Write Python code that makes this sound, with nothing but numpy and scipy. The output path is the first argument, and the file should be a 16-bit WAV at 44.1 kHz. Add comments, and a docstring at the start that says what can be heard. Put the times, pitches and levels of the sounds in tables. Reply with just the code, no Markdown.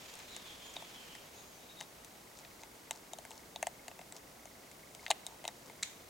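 """A black woodpecker chisels and prises bark off a pine in a quiet forest.
Each blow of the bill is a brief crunch of breaking fibres that excites the modes of the trunk, a loose
bark plate and fine splinters; the shorter the crunch, the brighter the blow. Between blows the claws
tick and drag, the plate squeaks and a chip patters down. Small birds call far off, leaves rustle and
settle, a twig snaps, and the camera's focus motor ticks faintly."""
import sys
import numpy as np
from scipy import signal
from scipy.fft import rfft, irfft
from scipy.io import wavfile

SR = 44100
rng = np.random.default_rng(int(sys.argv[2]) if len(sys.argv) > 2 else 0)


def wav_record(signal):
    """Record a signal, one row per channel, as 16-bit PCM in the file named by sys.argv[1]."""
    frames = np.transpose(np.atleast_2d(signal))
    bounded = np.clip(frames, -1, 1)
    # unit amplitude maps onto the largest positive 16-bit level
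    quanta = np.round(bounded * 32767).astype(np.int16)
    wavfile.write(sys.argv[1], SR, quanta)


N = 268789
TIME = np.arange(N) / SR
IMPACT_TIME = TIME[:SR // 16]
IMPACT_GAIN = np.sqrt(SR / 100)   # gives a unit-energy impact the energy of 10 ms at rms 1
CRUNCH_S, SPLINTER_HZ = .0011, 6420   # a typical crunch: its duration and its splinters' frequency


def from_db(db):
    """Amplitude ratio: a factor of ten for every 20 dB."""
    return 10 ** (np.asarray(db) / 20)


def unit_energy(x):
    """Energy normalisation: the squares of each channel sum to 1."""
    return x / np.sqrt(np.sum(x ** 2, axis=-1, keepdims=True) + 1e-20)


def add(track, s, sound):
    """Superposition: a sound joins the track at s seconds."""
    start = max(0, int(s * SR))
    part = sound[..., :max(0, N - start)]
    track[..., start:start + part.shape[-1]] += part


def band(x, low_hz, high_hz):
    """Causal band-pass filtering."""
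    edges_hz = [low_hz, min(high_hz, SR / 2 - 1000)]
    return signal.sosfilt(signal.butter(2, edges_hz, "band", fs=SR, output="sos"), x)


def decay(t60):
    """Exponential damping: 60 dB in t60 seconds."""
    return np.exp(-np.log(1000) * TIME / t60)


def ring(x, hz, t60):
    """Damped oscillator: a unit impulse starts a sinusoid of amplitude about 1."""
    r = np.exp(-np.log(1000) / (t60 * SR))
    w = 2 * np.pi * hz / SR
    response = signal.lfilter([np.sin(w), -np.sin(w)], [1, -2 * r * np.cos(w), r * r], x + 1e-18)
    return response / (2 * np.sin(w / 2))


def resound(force, modes, centre_hz, focus_db, uneven_db=0.0):
    """Modal superposition: the point struck favours modes near centre_hz, by focus_db at one octave."""
    out = 0
    for hz, db, t60 in modes:
        gain = from_db(db - focus_db * np.log2(hz / centre_hz) ** 2 + rng.normal(0, uneven_db))
        out = out + gain * ring(force, hz, t60)
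    return out


def noise(spectrum, diffuse=False):
    """Coloured stereo noise of rms 1: coherence depends on frequency, or is zero if diffuse."""
    # left-right coherence: f/Hz, correlation
    coherence = [(30, .99), (125, 0.98), (290, 0.79), (640, 0.44), (1400, 0.024), (3100, 0.33),
                 (6800, 0.75), (15000, 0.98)]
    log_hz = np.log(np.fft.rfftfreq(N, 1 / SR) + 1)

    def curve(points):
        hz, values = np.transpose(points)
        return np.interp(log_hz, np.log(hz), values)

    alike = 0 if diffuse else np.clip(curve(coherence), 0, 1)
    mid, side = rfft(rng.standard_normal((2, N)))
    pair = np.sqrt(1 + alike) * mid + np.sqrt(1 - alike) * side * [[1], [-1]]
    return unit_energy(irfft(pair * from_db(curve(spectrum)), N)) * np.sqrt(N)


def hush(level_db=-56):
    """Stationary broadband noise: forest air and microphone hiss."""
    # noise spectrum: f/Hz, relative spectral level/dB
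    spectrum = [(25, -16.5), (58, -0.5), (90, -4.5), (170, 0), (330, -0.5), (650, -1), (1000, -5),
                (1500, -7.5), (2800, -14.5), (4500, -13.5), (6500, -13), (11000, -16.5), (16000, -18)]
    return from_db(level_db) * noise(spectrum)


def leaves(flutter_db=2.0, flutters_per_s=120):
    """Random amplitude modulation: the rustle flutters as single fronds brush each other."""
    # envelope before the flutter: t/s, level/dB
    envelope = [(0, -54), (.9, -56), (1.12, -56), (1.3, -60), (2.2, -64), (3.3, -67), (5.0, -65.5),
                (6.09, -63)]
    # rustle spectrum: f/Hz, relative spectral level/dB
    spectrum = [(400, -6.5), (1000, -2), (1500, -5), (2300, -0.5), (3300, -2), (4600, -5.5), (7000, -7),
                (9500, -17.5), (13000, -21), (16000, -22)]
    flutter = np.interp(TIME * flutters_per_s, np.arange(N), rng.standard_normal(N))
    return from_db(np.interp(TIME, *np.transpose(envelope)) + flutter_db * flutter) * noise(spectrum)


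def focus_motor(start_s=1.9125, ticks_per_s=25, uneven_db=3.5, wander_db=1.0):
    """Impulse-train excitation: each evenly timed nudge of the lens rings the housing softly."""
    # housing modes: f/Hz, level/dB, t60/s
    modes = [(1950, -58, 0.022), (2170, -55.5, 0.026)]
    ticks = (np.arange(start_s, TIME[-1], 1 / ticks_per_s) * SR).astype(int)
    load_db = wander_db * np.interp(ticks / SR * 4, np.arange(32), rng.standard_normal(32))
    out = np.zeros(N)
    for hz, db, t60 in modes:
        nudges = np.zeros(N)
        nudges[ticks] = from_db(db + load_db + rng.normal(0, uneven_db, len(ticks)))
        out += ring(nudges, hz, t60)
    return band(out, 1890, 2200)


def whistle(length, start_hz, fall_hz, waver):
    """Frequency modulation: a falling note swells and fades; waver is a fraction of its frequency."""
    u = np.linspace(0, 1, int(length * SR))
    jitter = np.interp(u, np.linspace(0, 1, 20), rng.standard_normal(20))
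    hz = (start_hz - fall_hz * u) * (1 + waver * jitter)
    return 2 * np.sin(np.pi * u) * np.sin(2 * np.pi * np.cumsum(hz) / SR)


def birds(start_s=.25, step_s=.161, sag_hz_per_s=500, fade_db_per_s=4.0, scatter_t60=0.39):
    """Multipath scattering by trees smears a far song, which sinks and fades, and a second bird's calls."""
    # the second bird's thin calls: t/s, f/Hz, level/dB
    calls = [(0.05, 6950, -64), (0.275, 7200, -65), (.625, 6900, -60), (1.343, 6740, -61),
             (1.44, 6780, -66), (1.51, 6200, -65)]
    song = np.zeros(N)
    for k in range(6):
        elapsed = k * step_s
        swoop_hz = 380 if k == 0 else 0   # the first note swoops in from higher up
        start_hz = 3730 - sag_hz_per_s * elapsed + swoop_hz
        note = whistle(.135, start_hz, fall_hz=481 + swoop_hz, waver=.085)
        add(song, start_s + elapsed, from_db(-56.5 - fade_db_per_s * elapsed) * note)
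    for s, hz, db in calls:
        add(song, s, from_db(db) * whistle(.06, hz, fall_hz=190, waver=0.012))
    paths = rng.standard_normal((2, SR)) + rng.standard_normal(SR)
    scatter = unit_energy(paths * decay(scatter_t60)[:SR])
    return signal.fftconvolve(song[None], scatter, axes=1)[:, :N]


def crunch(length, grain_db=6.5, crumbs_db=-21, crumbs_s=0.0039):
    """Acoustic emission: fibres break in a quick swell of uneven clicks; a few crumbs follow."""
    t = IMPACT_TIME
    swell = 4.5 * t / length * np.exp(-1.9 * t / length)
    clicks = rng.choice([-1, 1], len(t)) * from_db(grain_db * np.minimum(rng.exponential(1, len(t)), 3))
    return clicks * (swell + from_db(crumbs_db) * np.exp(-t / crumbs_s))


def twig(echo_db=-44.5, echo_t60=0.39):
    """Brittle fracture: a dry twig further off gives three bright cracks, then diffuse scatter."""
    # cracks: t/s, duration/s, level/dB
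    cracks = [(5.827, 0.00079, -41.5), (5.8306, 0.00091, -33.5), (5.834, 0.0014, -41)]
    # response of the wood: f/Hz, relative spectral level/dB
    spectrum = [(700, -38), (1300, -9.5), (2200, 3.5), (2900, -6), (3700, 4.5), (5000, -7.5), (6800, 3),
                (9500, -12), (12000, -20), (16000, -37)]
    colour = from_db(np.interp(np.fft.rfftfreq(256, 1 / SR), *np.transpose(spectrum)))
    wood = signal.minimum_phase(np.roll(irfft(colour ** 2), 127)[:-1])   # that colour as a causal filter
    out = np.zeros((2, N))
    for s, length, db in cracks:
        crack = unit_energy(signal.lfilter(wood, 1, crunch(length)))
        add(out, s, from_db(db) * crack * IMPACT_GAIN)
    add(out, cracks[-1][0], from_db(echo_db) * noise(spectrum, diffuse=True) * decay(echo_t60))
    return out


def forest_echo(x, near_db=-15, near_t60=0.041, near_spread=0.18, far_db=-27, far_t60=1.0):
    """Reverberation: ferns and ground scatter at once; far trunks return a faint long tail."""
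    # echo spectrum: f/Hz, relative spectral level/dB
    spectrum = [(300, -15), (750, 0), (1400, -2), (2500, -1.5), (4000, -4), (7000, -7.5), (12000, -8),
                (16000, -18)]
    mid, side = noise(spectrum, diffuse=True)
    near = (mid + near_spread * side * [[1], [-1]]) * decay(near_t60) * (1 - np.exp(-TIME / 0.0024))
    far = noise(spectrum, diffuse=True) * decay(far_t60) * (1 - np.exp(-TIME / 0.004))
    echoes = from_db(near_db) * unit_energy(near) + from_db(far_db) * unit_energy(far)
    return signal.fftconvolve(x[None], echoes[:, :SR], axes=1)[:, :N]


def from_left(x, left_db=1.37, shade=0.17):
    """Acoustic shadowing: the right channel is a little weaker, duller and later."""
    shaded = signal.lfilter([1 - shade], [1, -shade], x)
    return np.array([from_db(left_db) * x, from_db(-left_db) * shaded])


def knock(length, centre_hz, push_s=0.0002):
    """Impulse response of the trunk: the push lands as the fibres give way and sets it ringing."""
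    # trunk modes: f/Hz, relative level/dB, t60/s
    modes = [(434, -10, 0.034), (641, -3.5, 0.032), (717, 2, 0.022), (874, 1, 0.021), (930, -16, 0.015)]
    push = np.exp(-.5 * ((IMPACT_TIME - 0.87 * min(length, .002)) / push_s) ** 2)
    ringing = resound(push, modes, centre_hz, focus_db=59.0, uneven_db=2.5)
    return unit_energy(band(ringing, 550, 1160))


def bark_crack(length, centre_hz):
    """Time-bandwidth reciprocity: a shorter crunch spreads over more modes of the loose bark plate."""
    # plate modes: f/Hz, relative level/dB, t60/s
    modes = [(1650, -6, 0.0077), (1883, 2.5, 0.01), (2100, -1.5, 0.014), (2527, -1, 0.0084),
             (2860, 0, 0.0054), (3300, -3.5, 0.0046), (3764, 3, 0.012), (4250, -22, .006),
             (4900, -13, 0.0041)]
    ringing = resound(crunch(length), modes, centre_hz, focus_db=32.0 * np.sqrt(length / CRUNCH_S))
    return unit_energy(band(ringing, 1350, 4800))


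def splinters(length, hz, t60=0.0024, ring_db=-6.5, fizz_db=-13.0):
    """Fracture of fine fibres: a bright crack, a heavily damped resonance and a trace of fizz."""
    crack = unit_energy(band(crunch(length), 5300, 9280))
    fizz = unit_energy(band(crunch(length), 11000, 17000))
    ringing = unit_energy(ring(crack, hz, t60))
    return unit_energy(crack + from_db(ring_db) * ringing + from_db(fizz_db) * fizz)


def falling_chip(start_s=5.2846, gap_s=.021, restitution=.76, first_db=-57, loss_db=1.2):
    """Inelastic collisions: a loosened chip patters down the trunk, each bounce sooner and softer."""
    out, s = np.zeros(N), start_s
    for k in range(5):
        bounce = knock(CRUNCH_S, centre_hz=820) + from_db(-11) * splinters(CRUNCH_S, SPLINTER_HZ)
        add(out, s, from_db(first_db - loss_db * k) * bounce * IMPACT_GAIN)
        s += gap_s * restitution ** k
    return out


def stroke(length, hz, width_hz, grains_per_s=900, grain_db=4.5):
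    """Stick-slip friction: tiny slips on rough bark feed one resonance, swelling and fading; rms 1."""
    u = np.linspace(0, 1, int(length * SR))
    chance, size, sign = rng.random((3, SR // 4))[:, :len(u)]
    strength = from_db(grain_db * np.minimum(-np.log(size), 3))
    slips = (chance < grains_per_s / SR) * np.sign(sign - .5) * strength
    rubbing = band(slips * np.sin(np.pi * u), max(hz - width_hz / 2, 100), hz + width_hz / 2)
    return unit_energy(rubbing) * np.sqrt(len(u))


def scraping(trunk_db=-2.5):
    """Frictional excitation: claws hiss over the trunk's murmur; the plate's narrow resonance squeaks."""
    # claws dragging over bark: t/s, duration/s, level/dB
    drags = [(1.789, 0.051, -55.5), (2.341, .095, -64.5), (2.595, 0.047, -63.5), (2.927, 0.052, -60.5),
             (3.278, 0.16, -64), (4.139, 0.049, -59), (4.998, .068, -63), (5.646, .05, -65)]
    # the bark plate being prised: t/s, duration/s, level/dB
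    squeaks = [(1.361, 0.064, -66), (1.568, .13, -71), (1.672, .076, -62), (1.757, .085, -57)]
    out = np.zeros(N)
    for s, length, db in drags:
        murmur = from_db(trunk_db) * stroke(length, hz=810, width_hz=450)
        hiss = stroke(length, hz=5740, width_hz=3500, grains_per_s=350, grain_db=5.0)
        add(out, s, from_db(db) * (hiss + murmur))
    for s, length, db in squeaks:
        add(out, s, from_db(db) * stroke(length, hz=3770, width_hz=200))
    return out


def claws(crunch_s=.0013, tick_hz=6570, pitch_spread=0.13, bark_db=-6.5, trunk_db=-10):
    """Surface fracture: a catching claw breaks fibres with a thin tick and barely stirs bark and trunk."""
    # claw catches: t/s, level/dB
    catches = [(0.1381, -57), (0.153, -54), (0.1906, -56), (0.3636, -47), (0.739, -55), (2.0466, -54),
               (2.3882, -56), (4.1231, -49.5), (4.166, -55), (4.714, -59), (4.9488, -52)]
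    out = np.zeros(N)
    for s, db in catches:
        tick = splinters(crunch_s, tick_hz * np.exp(rng.normal(0, pitch_spread)))
        plate = from_db(bark_db) * bark_crack(crunch_s, centre_hz=2900)
        thud = from_db(trunk_db) * knock(crunch_s, centre_hz=780)
        add(out, s, from_db(db) * (tick + plate + thud) * IMPACT_GAIN)
    return out


def pecking(splinter_db=-2.5, db_per_halving=10, octaves_per_halving=0.26):
    """Impact excitation of trunk, plate and splinters; shorter crunches give louder, higher splinters."""
    # blows of the bill: t/s, crunch duration/s, trunk level/dB, trunk f/Hz, plate level/dB, plate f/Hz
    blows = [(0.7645, 0.0021, -49, 754, -41.5, 3850), (0.822, .0018, -51, 870, -58.5, 1670),
             (1.1517, 0.00075, -60, 760, -52.5, 2000), (1.81, 0.00064, -54.5, 920, -45, 3200),
             (2.449, 0.0015, -68, 800, -54, 2520), (2.634, .001, -55, 930, -54, 2750),
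             (2.9094, 0.00062, -44, 900, -40.5, 3050), (3.1335, 0.00091, -46.5, 710, -49, 4300),
             (3.186, .0011, -50, 690, -56.5, 2780), (3.251, .0009, -55.5, 796, -53.5, 1810),
             (3.307, 0.00093, -54, 940, -58, 3880), (3.315, 0.00072, -60, 850, -56, 2050),
             (3.5596, .0014, -47, 850, -44, 4400), (3.6271, 0.0012, -35.5, 676, -39, 1700),
             (3.669, .0012, -36.5, 730, -42, 1900), (3.8813, 0.00093, -49, 670, -49, 2430),
             (3.9132, .0018, -55.5, 800, -57, 2120), (3.991, 0.0015, -53, 714, -56, 2210),
             (4.013, .0018, -54.5, 690, -57.5, 2400), (4.455, .001, -54, 660, -63, 1700),
             (5.0641, 0.00085, -59, 760, -40.5, 2800), (5.08, 0.0014, -52, 660, -53, 3880),
             (5.1029, .0013, -34.5, 800, -36, 3600), (5.1056, .0013, -29, 990, -37, 3880),
             (5.1121, 0.0008, -37, 680, -29.5, 3250), (5.266, 0.00038, -55.5, 760, -44.5, 4250),
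             (5.4408, 0.0015, -49.5, 735, -55, 2710), (5.4514, 0.0016, -44, 756, -44, 2650),
             (5.4782, 0.00075, -44.5, 850, -41, 4100), (5.486, 0.00143, -50, 890, -52, 1860),
             (5.6975, .0014, -56.5, 930, -56, 1650)]
    out = np.zeros(N)
    for s, length, trunk_db, trunk_hz, bark_db, bark_hz in blows:
        halvings = np.log2(CRUNCH_S / length)
        fibre_db = trunk_db + splinter_db + db_per_halving * halvings
        fibre_hz = SPLINTER_HZ * 2 ** (octaves_per_halving * halvings)
        thud = from_db(trunk_db) * knock(length, trunk_hz)
        plate = from_db(bark_db) * bark_crack(length, bark_hz)
        fibres = from_db(fibre_db) * splinters(length, fibre_hz)
        add(out, s, (thud + plate + fibres) * IMPACT_GAIN)
    return out


def scene():
    """Superposition: the woodpecker, a little left of centre, its echo and the forest's background."""
    woodpecker = pecking() + claws() + scraping() + falling_chip()
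    air = hush()
    direct = from_left(woodpecker)
    return direct + forest_echo(woodpecker) + twig() + birds() + leaves() + air + focus_motor()


def record(dry, cutoff_hz=16000):
    """Band limiting: a steep elliptic low-pass removes the highest treble."""
    return signal.sosfilt(signal.ellip(10, .1, 70, cutoff_hz, fs=SR, output="sos"), dry)


dry = scene()
out = record(dry)
wav_record(out)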